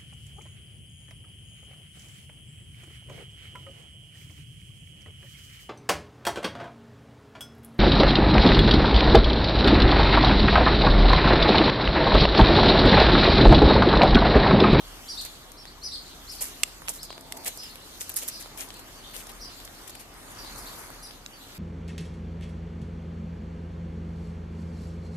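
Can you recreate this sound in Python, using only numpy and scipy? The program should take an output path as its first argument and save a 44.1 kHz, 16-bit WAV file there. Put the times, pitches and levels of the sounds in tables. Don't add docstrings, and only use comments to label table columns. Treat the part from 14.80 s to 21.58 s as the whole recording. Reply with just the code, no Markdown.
import sys
import numpy as np
from scipy import signal
from scipy.fft import rfft, irfft, next_fast_len
from scipy.io import wavfile
from scipy.ndimage import uniform_filter1d, map_coordinates

SR = 44100
rng = np.random.default_rng(int(sys.argv[2]) if len(sys.argv) > 2 else 0)


def natural_amplitude(level_db):
    exponent = np.asarray(level_db, float) / 20
    return 10 ** exponent


def store_wav(level_fs):
    pcm = np.round(np.clip(np.atleast_2d(level_fs), -1, 1) * 32767)
    wavfile.write(sys.argv[1], SR, pcm.T.astype(np.int16))


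N = 298998

# [f/Hz, width/Hz, level/dB]
STONE_BANDS = [
    (8500, 17500, 3),
    (2470, 4270, 13.5),
    (703, 1340, 18),
]
# [f/Hz, width/Hz, level/dB]
KNOCK_BANDS = [
    (5430, 9500, 4.5),
    (2650, 3060, 12.5),
    (1120, 2400, 22),
]
CRUNCHING = dict(rise_share=.4, bend=1.4, spiky_db=4.2, grain_rate=2600)
CLICKING = dict(rise_share=.008, bend=.9, spiky_db=2.5, grain_rate=4000)
KNOCKING = dict(rise_share=.03, bend=1.8, spiky_db=2, grain_rate=3000)
# [t/s, peak level/dB, stone rel/dB, thud rel/dB, fade/s]
PUPPY_STEPS = [(.405, -35.5, -34, -31, 0.098), (1.512, -34, -18, -47, 0.084),
               (1.5356, -36.5, -14, -16, 0.13), (1.8731, -43, -20, -21, 0.046),
               (3.2925, -27.5, -11, -24, 0.033), (3.5966, -31.5, -11.5, -23, 0.065),
               (3.7688, -31, -9, -15.5, 0.18), (3.8004, -34, -6, -31, 0.083),
               (3.9913, -35.5, -10, -10, 0.029), (4.3345, -32, -7.5, -16.5, 0.12),
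               (4.3572, -35.5, -27, -18, 0.15), (4.4883, -35.5, -6, -10.5, 0.051),
               (5.072, -32.5, -12, -22, 0.039), (5.15, -32.5, -7.5, -16, 0.02),
               (5.1906, -36.5, -9.5, -21, 0.072), (5.4994, -40, -12, -13, .082),
               (5.6441, -37, -7, -4, 0.021), (5.7713, -35, -21, -23, 0.084), (5.9743, -37, -16, -10, 0.12)]
MOTHER_STEPS = [(.4492, -30.5, -11, -19, 0.049), (1.6052, -20.5, -16, -19, 0.074),
                (1.6173, -27, -14.5, -24, 0.16), (2.0837, -23, -14.5, -15, 0.072),
                (2.1244, -32.5, -21, -26, 0.14), (2.226, -32, -30, -20, 0.074),
                (2.5681, -29, -15, -22, 0.02), (2.654, -22, -9, -16, 0.082),
                (2.6714, -20, -20, -19.5, 0.038), (2.832, -33, -10.5, -19, 0.039),
                (3.1987, -26.5, -15, -20.5, 0.085), (3.3565, -22, -19, -38, 0.1),
                (3.4134, -26.5, -11, -15.5, 0.065), (3.4775, -23, -18, -36, 0.049),
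                (4.3894, -38, -7, -31, 0.09), (4.848, -31.5, -23, -20, 0.023),
                (5.093, -31, -37, -14, 0.032)]
# [t/s, peak level/dB, left-right/dB]
CHIPS = [(0.412, -31, 4), (0.4167, -33, 5), (0.45, -27, -2), (0.718, -35.5, 4), (2.2306, -28.5, -3.5),
         (2.4094, -36, 1.5), (2.7738, -28.5, -2), (2.8036, -40, 1), (3.3174, -33, -5), (3.6247, -33, 1.5),
         (3.7752, -31, -1.5), (3.887, -36, -1), (4.3645, -28, -1), (4.4395, -41, -3), (4.4687, -33.5, 0.5),
         (4.5166, -38, 6), (5.3406, -43, -1.5)]
# [t/s, stone peak level/dB, grit rel/dB, thud rel/dB, left-right/dB]
PEBBLES = [(0.854, -40, -29, -10, 4.5), (2.0194, -51.5, 13, 14, -2), (2.0773, -35, -7.5, -19, 1.5),
           (2.0838, -25.5, 2, -25, -4), (2.3044, -38, -16, 1, 1), (2.3277, -40.5, -9, 0, 2),
           (2.3794, -40.5, -7, 2, 1), (2.9566, -38.5, 4, -13, -5), (3.2135, -36, 2, -6, 7.5),
           (3.659, -47, 1, 8, -3), (3.9044, -39, -20, -0.5, 0.5), (3.9414, -47, 13, 1, -1),
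           (4.802, -43.5, 6, -5, 3), (4.876, -41, -4, -14, 2.5), (5.5944, -49, 0, 7, -2),
           (6.103, -50, 14, 8, 1), (6.309, -42, -13, -7, 4)]
# [t/s, peak level/dB, stone rel/dB, thud rel/dB, fade/s]
KNOCKS = [
    (1.8335, -9.5, -5.5, -20, 0.0094),
    (2.5225, -22, -7, -26, 0.0066),
    (6.4617, -34, 0.5, -25, 0.0061),
]
# [f/Hz, level/dB]
BIG_STONE = [(1237, -11), (2100, -4.5), (2795, 1), (3480, -1.5), (5330, -2), (6135, -1), (7475, 2),
             (8280, 1.5), (11160, -9)]
FLAT_STONE = [(2060, 1.5), (3530, -5), (4440, 1), (5450, 1), (6830, -11), (8400, -1), (10400, -5),
              (11600, 1)]
ROUND_STONE = [(1500, -3), (2770, 0), (3890, 6.5), (5200, -1), (6420, 4), (7800, -3), (9030, -15),
               (11600, -18)]
# [level over the knock/dB, ring/s, bend of the fade]
STONE_RINGS = [
    (-6.5, 0.0028, 1.2),
    (-5.5, 0.0014, 0.73),
    (1.5, 0.0011, 0.81),
]
# [t/s, peak level/dB, f/Hz, left-right/dB]
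SPLINTERS = [(1.61, -25, 8000, -10), (1.6125, -26, 11000, -5), (1.6176, -27, 8500, -4),
             (1.624, -13.5, 10500, -6), (1.627, -18, 9500, -8), (1.6305, -26, 9500, -1),
             (1.6332, -22, 9500, -9), (1.642, -19, 11000, 4), (2.0899, -24, 8500, -7),
             (2.093, -14, 8100, -7), (2.096, -19, 8500, -2), (2.6473, -23, 10000, -3),
             (2.6622, -24, 8500, -4), (2.665, -23, 8500, 1.5), (2.6693, -27, 10500, -8),
             (2.6721, -28, 8500, 6), (2.6781, -20, 11500, -2), (2.6804, -20.5, 7500, -11),
             (2.6825, -44, 11000, -1), (3.2092, -20, 6000, 2.5), (3.2158, -20.5, 7400, 3.5),
             (3.2201, -29, 8500, 4), (3.2936, -26, 11500, 5), (3.2942, -16, 12100, 1.5),
             (3.2992, -31, 11500, 5), (3.3418, -22, 12000, 8), (3.3616, -18, 8000, -2),
             (3.3649, -18, 11000, -3), (3.366, -11.5, 11000, -7.5), (3.3702, -13, 9500, -5),
             (3.3754, -18, 10500, -6), (3.3783, -25, 10000, 4), (3.3834, -26, 10500, -7),
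             (3.479, -20, 12500, -6), (3.4815, -16, 12000, -3), (3.4858, -13, 9500, -4.5),
             (3.4935, -27, 10000, -2.5), (3.7855, -29, 10500, 7), (3.8034, -23, 7500, -1.5),
             (3.8082, -19, 6500, -1), (3.8144, -25, 10000, -4), (3.8163, -25, 9000, 2.5),
             (3.9685, -30, 12500, -3), (3.9925, -35, 12000, 1)]

# [share of length, low pitch ratio, high pitch ratio, low level/dB, high level/dB]
CHEE = [(0, .77, 1.0, -20, -50), (.2, .85, 1.06, -10, -30), (.32, .95, 1.14, -3, -5),
        (.45, 1, 1.135, 0, -3), (.7, .965, 1.085, 0, -4), (.86, .88, .98, -2, -12), (1, .72, .86, -10, -45)]
RUP = [(0, .76, .92, -12, -30), (.17, .85, .98, -3, -7), (.5, .97, 1.08, 0, -3), (.66, 1, 1.13, -1, -4),
       (.78, .92, 1.13, -3, -30), (1, .7, 1.1, -11, -50)]
ARCH = [(0, .76, .9, -12, -40), (.17, .8, .93, -3, -12), (.43, .99, 1.08, -2, -2), (.68, 1, 1.08, -3, -2),
        (.8, .93, 1.0, 0, -10), (1, .74, .85, -8, -40)]
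TSEE = [(0, .96, 1.1, -14, -30), (.2, 1.005, 1.12, 0, -3), (.55, .99, 1.11, -4, -6), (.8, .97, 1.1, -2, -8),
        (1, .93, 1.08, -14, -30)]
# [t/s, length/s, top f/Hz, direct level/dB, high voice rel/dB]
FENCE_CHEES = [(.755, 0.081, 5140, -52, 3.5), (1.47, 0.073, 5210, -42, -5), (2.182, .069, 5120, -45.5, -7),
               (5.752, 0.086, 5260, -51, -8)]
FENCE_RUPS = [(.862, 0.044, 4300, -52.5, 6.5), (1.578, 0.037, 4420, -50, 9.5),
              (2.288, 0.043, 4300, -48.5, 5), (5.853, .052, 4240, -50, 5), (6.312, 0.045, 4170, -57.5, -1)]
SHRILL_CHEE = [(6.207, .068, 5150, -47.5, 0)]
# [t/s, length/s, top f/Hz, direct level/dB, echo level/dB]
ROOF_CHEES = [(.268, 0.064, 4990, -38, -37), (1.012, 0.075, 5150, -37.5, -38), (2.76, .06, 5140, -48, -44),
              (3.493, 0.063, 5130, -48.5, -41), (3.905, 0.066, 4290, -59, -51),
              (4.592, 0.055, 5170, -43.5, -43.5), (5.545, 0.076, 4950, -57, -45)]
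ROOF_RUPS = [(.371, 0.042, 4410, -35, -36.5), (1.113, 0.05, 4540, -37.5, -36),
             (1.24, 0.051, 4370, -60, -47.5), (1.29, 0.058, 3870, -61, -53), (2.885, 0.035, 4370, -52, -50),
             (2.99, 0.046, 4180, -69, -52.5), (3.595, 0.048, 4340, -54, -49), (4.22, 0.038, 3746, -59, -46),
             (4.685, 0.05, 4230, -58, -51.5), (5.64, 0.053, 4440, -51, -46), (6.589, 0.033, 3960, -60, -49)]
TSEES = [(2.818, 0.067, 5150, -44, -53), (4.16, 0.06, 4620, -57, -63), (4.645, 0.054, 4940, -43.5, -53),
         (6.529, 0.059, 4610, -52.5, -58)]
# (t60/s, first arrival/s)
WALLS = (.33, .009)

# [t/s, level/dB]
HUFF = [(2.33, -57), (2.4, -55), (2.48, -55.5), (2.56, -46.5), (2.65, -53.5), (2.72, -59)]
# [f/Hz, width/Hz, level/dB]
MUZZLE = [(670, 70, 2.5), (790, 110, -12), (910, 120, -1), (275, 140, -2), (450, 150, -11)]
# [t/s, level/dB, f/Hz]
SNIFF = [(5.38, -56, 9600), (5.55, -62, 10000), (5.77, -52, 10300), (5.9, -51, 12200), (6.05, -51, 11300),
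         (6.2, -77, 10000)]
# [f/Hz, width/Hz]
NOSTRILS = [(9500, 1800), (11000, 1500), (12500, 1500)]
# [t/s, length/s, first f/Hz, last f/Hz, level/dB]
WHISTLES = [(4.057, .035, 10900, 11600, -73), (4.1, .05, 11500, 11100, -84),
            (4.157, 0.12, 11700, 11400, -82), (4.26, 0.078, 14000, 13500, -72),
            (4.6, 0.067, 13000, 12400, -72), (4.753, .045, 13300, 12500, -73),
            (4.8, 0.034, 12450, 12150, -65), (6.575, .085, 10900, 14200, -73),
            (6.74, 0.019, 12400, 12600, -65)]

# [t/s, level/dB]
RESTLESS = [(0, -54.5), (.42, -50), (.8, -61.5), (1.4, -55), (1.68, -50), (2.0, -55), (2.45, -60),
            (2.7, -47.5), (2.96, -55.5), (3.42, -46), (3.7, -55), (4.2, -55.5), (5.08, -54.5),
            (5.32, -60.5), (5.46, -56), (5.9, -50), (6.45, -60.5), (6.78, -52.5)]
# [f/Hz, density level/dB]
SHUFFLE = [(3500, -23), (6000, 4), (8000, 1.5), (11000, 0.5), (14000, 1), (18000, -8.5)]
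SOFT_HISS = [(1200, -27), (1900, -11.5), (3000, 0), (4500, 0), (6500, -9.5), (9000, -13)]
ROAD = [(450, -27), (750, -2), (1120, -1), (1230, -0.5), (1340, -3), (2200, -6), (3200, -21)]
TOWN = [(22, -17), (30, -18), (50, -7), (75, -6), (144, -7), (168, -8.5), (268, -6.5), (445, -10.5),
        (470, -11), (700, -11), (910, -21), (1540, -120)]
# [t/s, level/dB]
TRAFFIC = [(0, -57), (.45, -58), (.85, -60.5), (1.6, -58), (2.38, -60.5), (2.55, -59), (3, -59.5),
           (3.9, -57.5), (4.6, -57.5), (5.06, -57), (5.28, -59.5), (5.5, -55), (5.76, -52), (6.14, -55),
           (6.38, -60.5), (6.78, -58.5)]
# (f/Hz, width/Hz, level/dB)
FAN = (276, 29, -66.5)
# (f/Hz, width/Hz, level of its noisy part/dB)
DRONE = (38, 12, -7)
# [t/s, level/dB]
IDLING = [(0, -51), (1, -56), (2, -54.5), (3.3, -59), (4.65, -53.5), (5.32, -59), (5.6, -51.5),
          (6.25, -53.5), (6.45, -56), (6.78, -58)]
# [f/Hz, pitch unsteadiness, level/dB, nearest t/s, heard for/s]
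ENGINES = [(67.3, .03, -62, 0.75, 1.9), (86.6, 0.0196, -64, 3.2, 0.26), (84.8, 0.0207, -61, 5, .3),
           (151, 0.0193, -68.5, 1.7, 2.6), (65.3, 0.0402, -61, 5.6, 0.47)]
# [f/Hz, likeness 0-1]
ALIKE = [(40, 0.84), (120, 0.75), (400, 0.77), (1200, 0.42), (2500, 0.39), (14000, 0.018)]

LAG_PER_DB = 2
PUPPY_PAN_DB, MOTHER_PAN_DB, KNOCK_PAN_DB, RUMBLE_PAN_DB = 4.5, -0.9, -2, 1
CHIP_FADE_S, CHIP_SNAP_DB, PEBBLE_FADE_S = 0.02, -1, .013
CHIP_STONE_DB, CHIP_THUD_DB, CHIP_DARKENS = -24, -16, 0.33
RING_RISE_S = 0.00037
SPLINTER_WIDTH, SPLINTER_FADE_S, SPLINTER_ALIKE = 0.61, 0.007, 0.54
SNAP = 2.5
QUAVER, FLUTTER_DB = .009, 2.2
ROOF_HIGH_DB, TSEE_HIGH_DB = 0, -20
OVERTONES_DB, SHRILL_DB, SUM_TONE_DB = -15, -2, -5.5
FENCE_ECHO_DB, ECHO_TRIM_DB, STONE_ECHO_DB = -1.5, 3.5, -23
SOFT_HISS_DB, SOFT_HISS_FOLLOWS = -60.5, 0.6
TOWN_DB, TOWN_FOLLOWS = -55, 0.57
CEILING, STEADY_TOP_HZ = .8, 14230


def unit(x):
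    return x / np.sqrt(np.mean(x ** 2) + 1e-20)


def along(points, hz):
    f, v = np.transpose(points)
    return np.interp(np.log(hz + 1), np.log(f + 1), v)


def curves(rows):
    s, *cols = np.transpose(rows)
    return [np.interp(np.arange(N) / SR, s, c) for c in cols]


def wobble(rate):
    knots = rng.standard_normal(int(N * rate / SR) + 4)
    return map_coordinates(knots, [np.arange(N) * rate / SR])


def filtered(x, response):
    m = next_fast_len(N + 8192)
    return irfft(rfft(x, m) * response(np.fft.rfftfreq(m, 1 / SR)), m)[..., :N]


def resonance(f, hz, width):
    return 1j * f * width / (hz * hz - f * f + 1j * f * width)


def balance(pan_db):
    return natural_amplitude([[pan_db / 2], [-pan_db / 2]])


def pair_noise(size, alike):
    common, *own = rng.standard_normal((3, size))
    return np.sqrt(alike) * common + np.sqrt(1 - alike) * np.array(own)


def rush(gain, patchy_db):
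    z = signal.stft(rng.standard_normal((2, N)), nperseg=512)[2]
    field = rng.standard_normal(z.shape[1:])
    field = uniform_filter1d(uniform_filter1d(field, 8, 0), 10, 1)
    pair = signal.istft(z * natural_amplitude(patchy_db * unit(field)), nperseg=512)[1][:, :N]

    def mid_side(hz):
        turn = np.arccos(np.clip(along(ALIKE, hz), -1, 1)) / 2
        return gain(hz) * [np.cos(turn), np.sin(turn)]

    mid, side = filtered(pair, mid_side)
    return unit(np.array([np.roll(mid + side, shift=5), mid - side]))


def gravel(rows, bands, alike, rise_share, bend, spiky_db, grain_rate):
    size = round(1.4 * SR * max(row[-1] for row in rows))
    t = np.arange(size) / SR
    drive = np.zeros((3, 2, N + size))
    for s, db, stone_db, thud_db, pan_db, fade in rows:
        knots = rng.standard_normal(size // 4)
        slips = natural_amplitude(spiky_db * np.interp(t * grain_rate, np.arange(len(knots)), knots))
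        u = t / max(fade, .003)
        shape = (1 - np.exp(-u / rise_share)) * natural_amplitude(-60 * u ** bend)
        burst = pair_noise(size, alike) * slips * shape
        burst *= np.linalg.norm(shape) / np.linalg.norm(burst, axis=1, keepdims=True) / shape.max()
        for ear, sign in enumerate((1, -1)):
            start = round(s * SR - sign * pan_db * LAG_PER_DB / 2)
            levels = natural_amplitude(db + sign * pan_db / 2 + np.array([0, stone_db, thud_db]))
            drive[:, ear, start:start + size] += levels[:, None] * burst[ear]
    return sum(natural_amplitude(db) * filtered(x[:, :N], lambda f: resonance(f, hz, width) ** 2)
               for x, (hz, width, db) in zip(drive, bands))


def paw_steps():
    rows = [(*step[:4], PUPPY_PAN_DB, step[4]) for step in PUPPY_STEPS]
    rows += [(*step[:4], MOTHER_PAN_DB, step[4]) for step in MOTHER_STEPS]
    return natural_amplitude(-7.0) * gravel(rows, STONE_BANDS, alike=0.27, **CRUNCHING)


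def stone_clicks():
    rows = []
    for s, db, pan in CHIPS:
        body_db = -CHIP_DARKENS * (db + 30)
        rows.append((s, db + CHIP_SNAP_DB, CHIP_STONE_DB + body_db, CHIP_THUD_DB + body_db, pan, CHIP_FADE_S))
    for s, db, grit, thud, pan in PEBBLES:
        rows.append((s, db + grit, -grit, thud - grit, pan, PEBBLE_FADE_S))
    return natural_amplitude(-1.0) * gravel(rows, STONE_BANDS, alike=0.34, **CLICKING)


def stone_knocks():
    rows = [(*knock[:4], KNOCK_PAN_DB, knock[4]) for knock in KNOCKS]
    return natural_amplitude(-6.0) * gravel(rows, KNOCK_BANDS, alike=0.19, **KNOCKING)


def stone_rings():
    t, out = np.arange(SR // 50) / SR, np.zeros((2, N))
    stones = (BIG_STONE, FLAT_STONE, ROUND_STONE)
    for (s, peak_db, *_), modes, (ring_db, ring_s, bend) in zip(KNOCKS, stones, STONE_RINGS):
        ring = sum(natural_amplitude(db) * np.sin(2 * np.pi * (hz * t + rng.random((2, 1)) / 6)) for hz, db in modes)
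        shape = (1 - np.exp(-t / RING_RISE_S)) * np.exp(-(t / ring_s) ** bend)
        out[:, round(s * SR):][:, :len(t)] = natural_amplitude(peak_db + ring_db) * ring * shape
    return out * balance(KNOCK_PAN_DB)


def splinters():
    size = 512
    t, f = np.arange(size) / SR, np.fft.rfftfreq(size, 1 / SR)
    out = np.zeros((2, N))
    for s, db, hz, pan_db in SPLINTERS:
        scrape = pair_noise(size, SPLINTER_ALIKE) + SNAP * (t == 0)
        scrape = scrape * natural_amplitude(-60 * t / SPLINTER_FADE_S)
        snap = irfft(rfft(scrape) * resonance(f, hz, SPLINTER_WIDTH * hz) ** 2, size)
        for ear, sign in enumerate((1, -1)):
            start = round(s * SR - sign * pan_db * LAG_PER_DB / 2)
            level = natural_amplitude(db + sign * pan_db / 2)
            out[ear, start:start + size] += level * snap[ear] / np.abs(snap[ear]).max()
    return out


def yard_echo(x):
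    t60, first = WALLS
    t = np.arange(SR // 3) / SR
    tail = rng.standard_normal((2, len(t))) * natural_amplitude(-60 * t / t60) * (t > first)
    return signal.fftconvolve(x[None], tail / np.linalg.norm(tail[0]), axes=1)


def syllables(template, rows, overtone_db, flutter):
    share, *cols = np.transpose(template)
    out = np.zeros((2, N + SR))
    quaver = 1 + QUAVER * np.array([wobble(150), wobble(150)])
    for s, length, hz, db, high_db, echo_db in rows:
        u = np.arange(round(length * SR)) / (length * SR)
        start = round(s * SR)
        end = start + len(u)
        low, high, low_db, high_shape_db = [uniform_filter1d(np.interp(u, share, c), size=160) for c in cols]
        a, b = 2 * np.pi * hz * np.cumsum([low, high] * quaver[:, start:end], axis=1) / SR
        one, two = natural_amplitude(low_db), natural_amplitude(high_shape_db + high_db)
        sum_tone = np.sqrt(one * two) * np.sin(a + b)
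        overtones = one * np.sin(2 * a) + natural_amplitude(SUM_TONE_DB) * (sum_tone + two * np.sin(2 * b))
        voice = one * np.sin(a) + two * np.sin(b) + natural_amplitude(overtone_db) * overtones
        echo = yard_echo(voice)
        out[:, start:end] += natural_amplitude(db + 2.0) * voice * flutter[:, start:end]
        out[:, start:start + echo.shape[1]] += natural_amplitude(echo_db + ECHO_TRIM_DB) * echo
    return out[:, :N]


def sparrows():
    def fence(rows):
        return [(*row, row[3] + FENCE_ECHO_DB) for row in rows]

    def roof(rows, high_db):
        return [(*row[:4], high_db, row[4]) for row in rows]

    flutter = natural_amplitude(FLUTTER_DB * np.array([wobble(110), wobble(140)]))
    songs = [(ARCH, fence(FENCE_CHEES), OVERTONES_DB),
             (RUP, fence(FENCE_RUPS), OVERTONES_DB),
             (CHEE, fence(SHRILL_CHEE), SHRILL_DB),
             (CHEE, roof(ROOF_CHEES, ROOF_HIGH_DB), OVERTONES_DB),
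             (RUP, roof(ROOF_RUPS, ROOF_HIGH_DB), OVERTONES_DB),
             (TSEE, roof(TSEES, TSEE_HIGH_DB), OVERTONES_DB)]
    return sum(syllables(*song, flutter) for song in songs)


def huff():
    rows = [(HUFF[0][0] - .04, -95)] + list(HUFF) + [(HUFF[-1][0] + 0.044, -95)]

    def muzzle(f):
        return sum(natural_amplitude(db) * np.abs(resonance(f, hz, width)) ** 2 for hz, width, db in MUZZLE)

    return natural_amplitude(curves(rows)[0] + 2.0) * rush(muzzle, patchy_db=1.5)


def sniff():
    first, last = SNIFF[0], SNIFF[-1]
    rows = [(first[0] - .05, -95, first[2])] + list(SNIFF) + [(last[0] + 0.054, -95, last[2])]
    db, pitch = curves(rows)
    air = rush(np.ones_like, patchy_db=1.0)
    hiss = np.zeros((2, N))
    for hz, width in NOSTRILS:
        band = unit(filtered(air, lambda f: resonance(f, hz, width) ** 2))
        hiss += np.exp(-((pitch - hz) / width) ** 2) * band
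    return natural_amplitude(db) * hiss


def nose_whistles():
    out = np.zeros(N)
    for s, length, first_hz, last_hz, db in WHISTLES:
        u = np.arange(round(length * SR)) / (length * SR)
        turns = np.cumsum(first_hz + (last_hz - first_hz) * u) / SR
        out[round(s * SR):][:len(u)] += natural_amplitude(db + 11.5) * np.sin(np.pi * u) ** .4 * np.sin(2 * np.pi * turns)
    return out * natural_amplitude(3.3 * wobble(90)) * balance(5)


def shuffle_and_soft_hiss():
    shuffle_db = curves(RESTLESS)[0]
    soft_hiss_db = SOFT_HISS_DB + SOFT_HISS_FOLLOWS * (shuffle_db - shuffle_db.mean())
    soft_hiss = rush(lambda f: natural_amplitude(along(SOFT_HISS, f)), patchy_db=3.0)
    grit = natural_amplitude(0.77 * wobble(25) + 1.5 * wobble(400))
    shuffle = unit(grit * rush(lambda f: natural_amplitude(along(SHUFFLE, f)), patchy_db=3.0))
    return natural_amplitude(shuffle_db + 2.0) * shuffle + natural_amplitude(soft_hiss_db + 9.0 + 0.17 * wobble(24)) * soft_hiss


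def engines():
    hz, width, noise_db = DRONE
    tone = np.sin(2 * np.pi * np.cumsum(hz * (1 + 0.0155 * wobble(2.7))) / SR)
    noise = rush(lambda f: np.abs(resonance(f, hz, width)), patchy_db=-1.7)
    out = natural_amplitude(curves(IDLING)[0]) * unit(tone + natural_amplitude(noise_db) * noise)
    t = np.arange(N) / SR
    for lorry_hz, drift, db, s, span in ENGINES:
        swell = natural_amplitude(db + 3.2 * wobble(4.06)) * np.exp(-((t - s) / span) ** 2)
        out = out + swell * np.sin(2 * np.pi * np.cumsum(lorry_hz * (1 + drift * wobble(5))) / SR)
    return out


def town_and_road():
    road_db = curves(TRAFFIC)[0]
    town_db = TOWN_DB + TOWN_FOLLOWS * (road_db - road_db.mean())
    town = natural_amplitude(town_db + 2.0) * rush(lambda f: natural_amplitude(along(TOWN, f)), patchy_db=0.45)
    road = natural_amplitude(road_db + 5.5) * rush(lambda f: natural_amplitude(along(ROAD, f)), patchy_db=1.4)
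    fan_hz, fan_width, fan_db = FAN
    fan = natural_amplitude(fan_db) * rush(lambda f: np.abs(resonance(f, fan_hz, fan_width)) ** 2, patchy_db=1.0)
    return (fan + town + engines()) * balance(RUMBLE_PAN_DB) + road


def scene():
    stones = paw_steps() + stone_clicks() + stone_knocks() + stone_rings() + splinters()
    stone_echo = natural_amplitude(STONE_ECHO_DB) * yard_echo(stones.mean(axis=0))[:, :N]
    dogs = huff() + sniff() + nose_whistles()
    return stones + stone_echo + sparrows() + dogs + shuffle_and_soft_hiss() + town_and_road()


def top_cut(x):
    return signal.sosfilt(signal.butter(12, 16280, fs=SR, output="sos"), x)


def record(dry):
    dry = dry / (1 + np.abs(dry / CEILING) ** 4) ** (1 / 4)
    top = filtered(dry, lambda hz: hz > STEADY_TOP_HZ)
    power = np.sum(top ** 2, axis=0)
    sudden = uniform_filter1d(power, size=100) > 6 * uniform_filter1d(power, size=1500)
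    gate = np.clip(uniform_filter1d(sudden * 1., size=300) * 2, 0, 1)
    kept = filtered(gate * top, lambda hz: (hz > STEADY_TOP_HZ) * natural_amplitude(-1 - 11 * (hz - STEADY_TOP_HZ) / 1000))
    return top_cut(dry - top + kept)


dry = scene()
out = record(dry)
store_wav(out)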